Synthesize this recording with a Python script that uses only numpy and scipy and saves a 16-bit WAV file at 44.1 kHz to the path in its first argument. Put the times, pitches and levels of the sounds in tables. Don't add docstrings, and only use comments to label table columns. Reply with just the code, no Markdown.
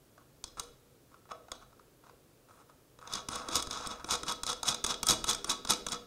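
import sys
import numpy as np
from scipy import signal
from scipy.fft import rfft, irfft
from scipy.io import wavfile
from scipy.ndimage import uniform_filter1d

SR = 44100
rng = np.random.default_rng(int(sys.argv[2]) if len(sys.argv) > 2 else 0)


def waveform_to_disk(signal):
    frames = np.transpose(np.atleast_2d(signal))
    scaled = np.clip(frames, -1, 1) * 32767
    samples = np.round(scaled).astype(np.int16)
    wavfile.write(sys.argv[1], SR, samples)


N = 267539
TIME = np.arange(N) / SR
SIZE = 8192
TOP_HZ = 15700
ROLL_HARD_DB = -29
CASE_SHARE = 0.62
HARDENING = 0.73
ROLL_EDGE_DB = 12.5
ROLL_REACH = 0.92
TICK_GAP_S = 0.016
TICK_JITTER_S, TICK_SCATTER_DB = 0.002, 2


def undb(db):
    return 10 ** (np.asarray(db) / 20)


def unit(x):
    return x / np.sqrt(np.mean(x ** 2))


def add(track, s, sound):
    i = max(int(s * SR), 0)
    track[i:i + len(sound)] += sound[:max(N - i, 0)]


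def colour(points, size):
    hz, db = np.transpose(points)
    bins = np.arange(size // 2 + 1) * SR / size
    return undb(np.interp(np.log(bins + 1), np.log(hz), db))


def ring(force, response):
    return signal.fftconvolve(force, response)[:len(force)]


def treble(x, db, corner_hz=7500):
    lowpass = signal.butter(2, min(corner_hz, SR / 3), fs=SR, output="sos")
    low = signal.sosfiltfilt(lowpass, x)
    return low + undb(db) * (x - low)


def hardness(db):
    return np.clip(HARDENING * (db - ROLL_HARD_DB), -9, 4)


def through_case(steel_db):
    return ROLL_HARD_DB + CASE_SHARE * (steel_db - ROLL_HARD_DB)


def grains(rate, spread_db):
    struck = rng.random(N) < rate / SR
    sign = rng.choice([-1, 1], N)
    return struck * sign * undb(spread_db * np.clip(rng.standard_normal(N), -2, 2))


def uneven(rate, depth_db):
    steps = np.clip(rng.standard_normal(N), -2, 2)
    return undb(depth_db * np.interp(TIME * rate, np.arange(N), steps))


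# (frequency [Hz], relative spectral density [dB per Hz])
AIR_SPECTRUM = [(20, -13), (55, 1), (80, -4), (130, 4.5), (180, -6), (250, -2), (480, -3), (620, -7.5),
                (800, -14), (1300, -14), (2000, -20), (5000, -21), (15500, -23)]


def air(level_db=-63):
    noise = irfft(rfft(rng.standard_normal(N)) * colour(AIR_SPECTRUM, N), N)
    return undb(level_db) * unit(noise)


# (centre [Hz], level [dB], 60 dB decay time [s])
ROOM_BANDS = [(125, -4.5, 0.94), (270, -0.5, 1), (516, 0, 0.76), (880, -7.5, 0.35), (1940, -7.5, 0.5),
              (4200, -8.5, 0.43), (7700, -14, 0.32), (16000, -19, 0.41)]


def workshop(dry, build_s=0.0036, wall_s=0.0367, wall_width_s=0.0031, wall_gain=1.0):
    t, out = TIME[:SR], 0
    spectrum = rfft(rng.standard_normal(SR))
    log_hz = np.log(np.arange(len(spectrum)) + 1)
    centres = np.log([row[0] for row in ROOM_BANDS])
    walls = 1 + wall_gain * np.exp(-((t - wall_s) / wall_width_s) ** 2)
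    for share, (_, db, t60) in zip(np.eye(len(ROOM_BANDS)), ROOM_BANDS):
        fade = np.exp(-np.log(1000) * t / t60) * (1 - np.exp(-t / build_s)) * walls
        band = irfft(spectrum * np.interp(log_hz, centres, share), SR)
        out = out + undb(db) * fade / np.linalg.norm(fade) * band
    return ring(dry, out)


def body(modes, crack):
    bins = np.arange(SIZE // 2 + 1) * SR / SIZE
    power = colour(crack, SIZE) ** 2
    for hz, width, db in modes:
        power = power + undb(2 * db) / (1 + ((bins - hz) / width) ** 2 * 2) ** 2
    cepstrum = irfft(np.log(power) / 2)
    cepstrum[1:SIZE // 2] *= 2
    cepstrum[SIZE // 2 + 1:] = 0
    response = irfft(np.exp(rfft(cepstrum)))
    return response / np.linalg.norm(response)


def seatings(modes, crack, spread, count):
    responses = []
    for _ in range(count):
        shifted = [(hz * (1 + spread * rng.standard_normal()), width, db) for hz, width, db in modes]
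        responses.append(body(shifted, crack))
    return responses


def knock(response, rise_s, length_s, window_s):
    t = TIME[:SIZE]
    force = rng.standard_normal(SIZE) * (1 - np.exp(-(t / rise_s) ** 2)) * np.exp(-(t / length_s) ** 4)
    sound = ring(force, response)
    loudest = uniform_filter1d(sound ** 2, max(int(window_s * SR), 2)).max()
    return sound / np.sqrt(loudest)


def bump(panel, thud_db, drum_db, thud_hz=40, thud_s=0.006):
    t = TIME[:SIZE]
    push = np.sin(2 * np.pi * thud_hz * t) * np.exp(-t / thud_s)
    drum = knock(panel, rise_s=0.0014, length_s=0.0099, window_s=0.0066)
    return undb(thud_db) * push / push.max() + undb(drum_db) * drum


def skin_hiss(size):
    shape = colour([(2000, -22), (6000, -6), (8200, -6), (9300, 3), (10800, -24), (13000, -26)], size)
    return unit(irfft(rfft(rng.standard_normal(size)) * shape, size))


# (start [s], length [s], level at the start [dB], level at the end [dB], skin hiss level [dB])
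THREAD_RUBS = [(0.176, 0.07, -66, -73, -90), (0.571, 0.041, -52.5, -46.5, -61),
               (1.112, 0.038, -67, -58, -83), (1.297, 0.025, -53, -51, -76),
               (1.598, 0.039, -64, -62.5, -78), (2.037, 0.06, -62, -62, -82), (2.485, 0.14, -65, -62, -74),
               (2.69, 0.025, -61, -64, -81), (3.01, 0.09, -57, -55.5, -74), (3.3, 0.068, -49, -44.5, -55),
               (3.385, 0.12, -46, -47.5, -67), (3.743, 0.3, -49.5, -54.5, -78),
               (4.061, 0.035, -53, -51, -59), (5.061, 0.016, -36, -34, -48), (5.471, 0.022, -47, -41, -59)]


def rubbing(steel, case, panel, case_db=2.0, steel_db=-10, panel_db=-9, top_db=-4):
    pressure, skin = np.zeros(N), np.zeros(N)
    for s, length, start_db, end_db, skin_db in THREAD_RUBS:
        size = int(length * SR)
        add(pressure, s, undb(np.linspace(start_db, end_db, size)))
        add(skin, s, np.full(size, undb(skin_db)))
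    slips = unit(grains(rate=980, spread_db=3) * uneven(rate=120, depth_db=4.5)) * pressure
    bodies = undb(case_db) * case + undb(steel_db) * steel + undb(panel_db) * panel
    scrape = ring(treble(slips, top_db), bodies)
    return scrape + skin * skin_hiss(N)


# (time [s], steel level [dB], case level [dB], top treble [dB], thud level [dB])
NUT_PRESSES = [(0.4396, -32.5, -42.5, -1, -47), (0.5961, -32, -38, 8, -45.5),
               (1.5168, -34.5, -36, 1.5, -46), (3.1357, -29.5, -48, 4, -47)]


def fingers(panel, press_drum_db=-9, thud_db=-14, drum_db=0.0, skin_db=-17, skin_delay_s=0.034, skin_s=0.0091):
    out = np.zeros(N)
    for s, *_, push_db in NUT_PRESSES:
        add(out, s, bump(panel, push_db, push_db + press_drum_db))
    stroke = np.exp(-((TIME[:SIZE] - skin_delay_s) / skin_s) ** 2)
    for s, touch_db, bump_db, *_ in FINGER_FLICKS:
        add(out, s, bump(panel, through_case(touch_db) + thud_db, bump_db + drum_db))
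        add(out, s, undb(touch_db + skin_db) * skin_hiss(SIZE) * stroke)
    return out


def roll(s, fastest, swell, dying):
    away = np.maximum((fastest - s) / swell, (s - fastest) / dying)
    return away * np.clip(away / ROLL_REACH, 1, 10) ** 2


def wobble(tick_db=-5.5, edge_db=4.5, top_db=2.0, top_scatter_db=3, case_db=-7, count=5):
    ticks = []
    for *_, fastest, swell, dying, roll_db, _ in FINGER_FLICKS:
        scatter = rng.standard_normal((count, 3))
        for turn, (late, louder, brighter) in enumerate(scatter, -(count // 2)):
            s = fastest + turn * TICK_GAP_S + late * TICK_JITTER_S
            db = roll_db + tick_db + TICK_SCATTER_DB * louder - edge_db * roll(s, fastest, swell, dying)
            ticks.append((s, db, through_case(db) + case_db, top_db + hardness(db) + top_scatter_db * brighter))
    return ticks


# (time [s], case level before trim [dB])
STUD_NUDGES = [(0.178, -50), (1.1414, -50.5), (1.253, -55.5), (1.29, -49), (1.3098, -44), (1.3207, -50),
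               (1.483, -47), (1.728, -55.5), (1.7933, -50), (2.038, -53), (2.0948, -46.5), (2.508, -55),
               (2.697, -53.5)]
# (time [s], steel level before trim [dB], top treble [dB])
NUT_STRIKES = [(3.074, -39.5, -12), (3.125, -39, 3), (3.1537, -33, -2), (3.3563, -37.5, 8.5),
               (3.555, -25, 8), (3.5641, -28.5, 11), (3.6004, -34.5, -5), (3.6242, -33.5, 8.5),
               (3.7093, -31, -3), (3.7284, -35.5, -6), (3.8604, -37, -11), (3.8706, -38, 11.5),
               (4.1077, -26, 6), (4.1514, -33.5, 3), (4.2807, -33, -3), (4.3208, -33, 6.5),
               (4.4653, -30, 3), (4.4748, -33, -1), (4.5292, -31, 0), (4.68, -25, 0), (4.6858, -21, -5),
               (4.7445, -30, -2), (4.8451, -27, 1), (4.8638, -28.5, 4), (4.941, -32, -10),
               (5.0678, -30, 13), (5.0862, -23, 10), (5.1072, -25, 11.5), (5.2886, -25, -5),
               (5.3315, -33, 4), (5.3468, -33, 4), (5.6728, -35, -8), (5.7047, -27.5, 11),
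               (5.7341, -28, -3), (5.8851, -33, -2), (5.9193, -32.5, 5)]


def contacts(nudge_steel_db=-14, nudge_top_db=-12, touch_case_db=-3, touch_top_db=5.5, strike_case_db=-8):
    presses = [(s, steel, case, top_db) for s, steel, case, top_db, _ in NUT_PRESSES]
    nudges = [(s, db + nudge_steel_db, db, nudge_top_db) for s, db in STUD_NUDGES]
    touches = [(s, db, through_case(db) + touch_case_db, hardness(db) + touch_top_db)
               for s, db, *_ in FINGER_FLICKS]
    strikes = [(s, db, through_case(db) + strike_case_db, top_db) for s, db, top_db in NUT_STRIKES]
    return presses + nudges + touches + strikes + wobble()


def clicks(hits, steels, cases, steel_db=-0.37, case_db=-1.5):
    out = np.zeros(N)
    for s, steel_level, case_level, top_db in hits:
        seat = rng.integers(len(steels))
        tick = knock(steels[seat], rise_s=0.00033, length_s=0.0041, window_s=0.0017)
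        thump = knock(cases[seat], rise_s=0.00049, length_s=0.0052, window_s=0.0016)
        add(out, s, undb(steel_level + steel_db) * treble(tick, top_db))
        add(out, s, undb(case_level + case_db) * thump)
    return out


# (landing [s], touch level [dB], bump level [dB], fastest moment [s], swell [s], dying [s],
# roll level [dB], panel drumming level [dB])
FINGER_FLICKS = [(2.988, -55.5, -62, 3.15, 0.056, 0.061, -39.5, -51.5),
                 (3.286, -33, -41.5, 3.343, 0.037, 0.083, -40, -61),
                 (3.4857, -34.5, -41, 3.562, 0.053, 0.04, -28.5, -39),
                 (3.6705, -39, -43, 3.72, 0.018, 0.22, -39.5, -52.5),
                 (3.864, -45, -44, 3.915, 0.014, 0.021, -44.5, -54),
                 (4.0434, -38, -44.5, 4.122, 0.029, 0.036, -26.5, -42),
                 (4.232, -35.5, -43, 4.299, 0.027, 0.029, -30.5, -41.5),
                 (4.4331, -30.5, -51, 4.503, 0.026, 0.024, -29.5, -45.5),
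                 (4.6301, -30, -48, 4.69, 0.037, 0.036, -25.5, -40.5),
                 (4.8406, -28, -40.5, 4.908, 0.037, 0.024, -31.5, -46),
                 (5.03, -28.5, -43, 5.101, 0.022, 0.036, -24, -34),
                 (5.2411, -29.5, -47, 5.298, 0.025, 0.028, -23.5, -35.5),
                 (5.4439, -31.5, -43.5, 5.498, 0.0078, 0.031, -24.5, -36),
                 (5.6491, -35.5, -46.5, 5.707, 0.018, 0.02, -23, -35),
                 (5.865, -31.5, -43.5, 5.926, 0.014, 0.025, -32, -46)]


def chatter(steel, case, panel, steel_db=-2.0, top_db=1.0, case_db=-7.5, panel_db=-0.5):
    on_steel, on_panel = np.zeros(N), np.zeros(N)
    for *_, fastest, swell, dying, roll_db, drum_db in FINGER_FLICKS:
        t = np.arange(fastest - 2 * swell, fastest + 2 * dying, 1 / SR)
        shape = undb(-ROLL_EDGE_DB * roll(t, fastest, swell, dying))
        add(on_steel, t[0], undb(roll_db) * shape)
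        add(on_panel, t[0], undb(drum_db) * shape)
    db = 20 * np.log10(on_steel + 1e-9)
    rattle = unit(grains(rate=3500, spread_db=3) * uneven(rate=240, depth_db=3.0))
    steel_sound = undb(steel_db) * ring(treble(on_steel * rattle, hardness(db) + top_db), steel)
    case_sound = ring(undb(through_case(db) + case_db) * rattle, case)
    panel_sound = undb(panel_db) * ring(on_panel * rattle, panel)
    return steel_sound + case_sound + panel_sound


# (frequency [Hz], width [Hz], relative level [dB])
NUT_MODES = [(2275, 38, -5.5), (2506, 150, -5), (2913, 76, -2.5), (3427, 131, 6.5), (3830, 238, 5.5),
             (4130, 130, -4.5), (4580, 116, 0.5), (4856, 106, 1), (5297, 310, 3.5), (5670, 69, -12),
             (5925, 140, 2), (6210, 340, -0.5), (6490, 58, 6), (6850, 290, 1), (7440, 140, -4.5),
             (8060, 140, -1), (8400, 400, -5.5), (8650, 200, -9), (9230, 370, -6.5), (10070, 170, -9.5),
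             (10770, 130, -9.5), (11340, 210, -12.5), (13100, 320, -24), (14750, 490, -19)]
HOLLOW_MODES = [(494, 25.7, 2.5), (665, 140, -2.5), (810, 71, -4.5), (968, 112, 3.5), (1112, 47, 6.5),
                (1272, 46, 10), (1360, 66, 3), (1340, 80, -3), (1433, 58, -2), (1542, 190, -6.5)]
DRUM_MODES = [(142.3, 26, 0), (209, 14.4, 3), (236.8, 23.3, 3.5), (294, 82, -1), (396, 22.4, 0.5)]
# (frequency [Hz], relative level [dB])
NUT_CRACK = [(600, -27.5), (1700, -18.5), (2200, -10.5), (3100, -41.5), (3500, -9), (4300, -12.5),
             (6500, -9.5), (9500, -16.5), (11500, -19.5), (12700, -24.5), (15500, -39)]
HOLLOW_CRACK = [(25, -52), (90, -24), (200, -17), (600, -19.5), (1300, 0), (1750, -15), (2600, -14),
                (5000, -64)]
DRUM_CRACK = [(30, -3), (100, -7), (350, -15.5), (550, -12.5), (1500, -45), (4000, -91)]


def scene():
    steel, case = body(NUT_MODES, NUT_CRACK), body(HOLLOW_MODES, HOLLOW_CRACK)
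    panel = body(DRUM_MODES, DRUM_CRACK)
    steels = seatings(NUT_MODES, NUT_CRACK, spread=0.015, count=12)
    cases = seatings(HOLLOW_MODES, HOLLOW_CRACK, spread=0.024, count=12)
    turning = chatter(steel, case, panel) + rubbing(steel, case, panel) + fingers(panel)
    hits = contacts()
    direct, leftward, rightward = (turning + clicks(hits, steels, cases) for _ in range(3))
    echo = (workshop(leftward) + workshop(rightward)) / np.sqrt(2)
    return (direct + echo + air())[None]


def record(dry):
    lowpass = signal.ellip(10, 0.2, 70, TOP_HZ, fs=SR, output="sos")
    return signal.sosfilt(lowpass, dry)


dry = scene()
out = record(dry)
waveform_to_disk(out)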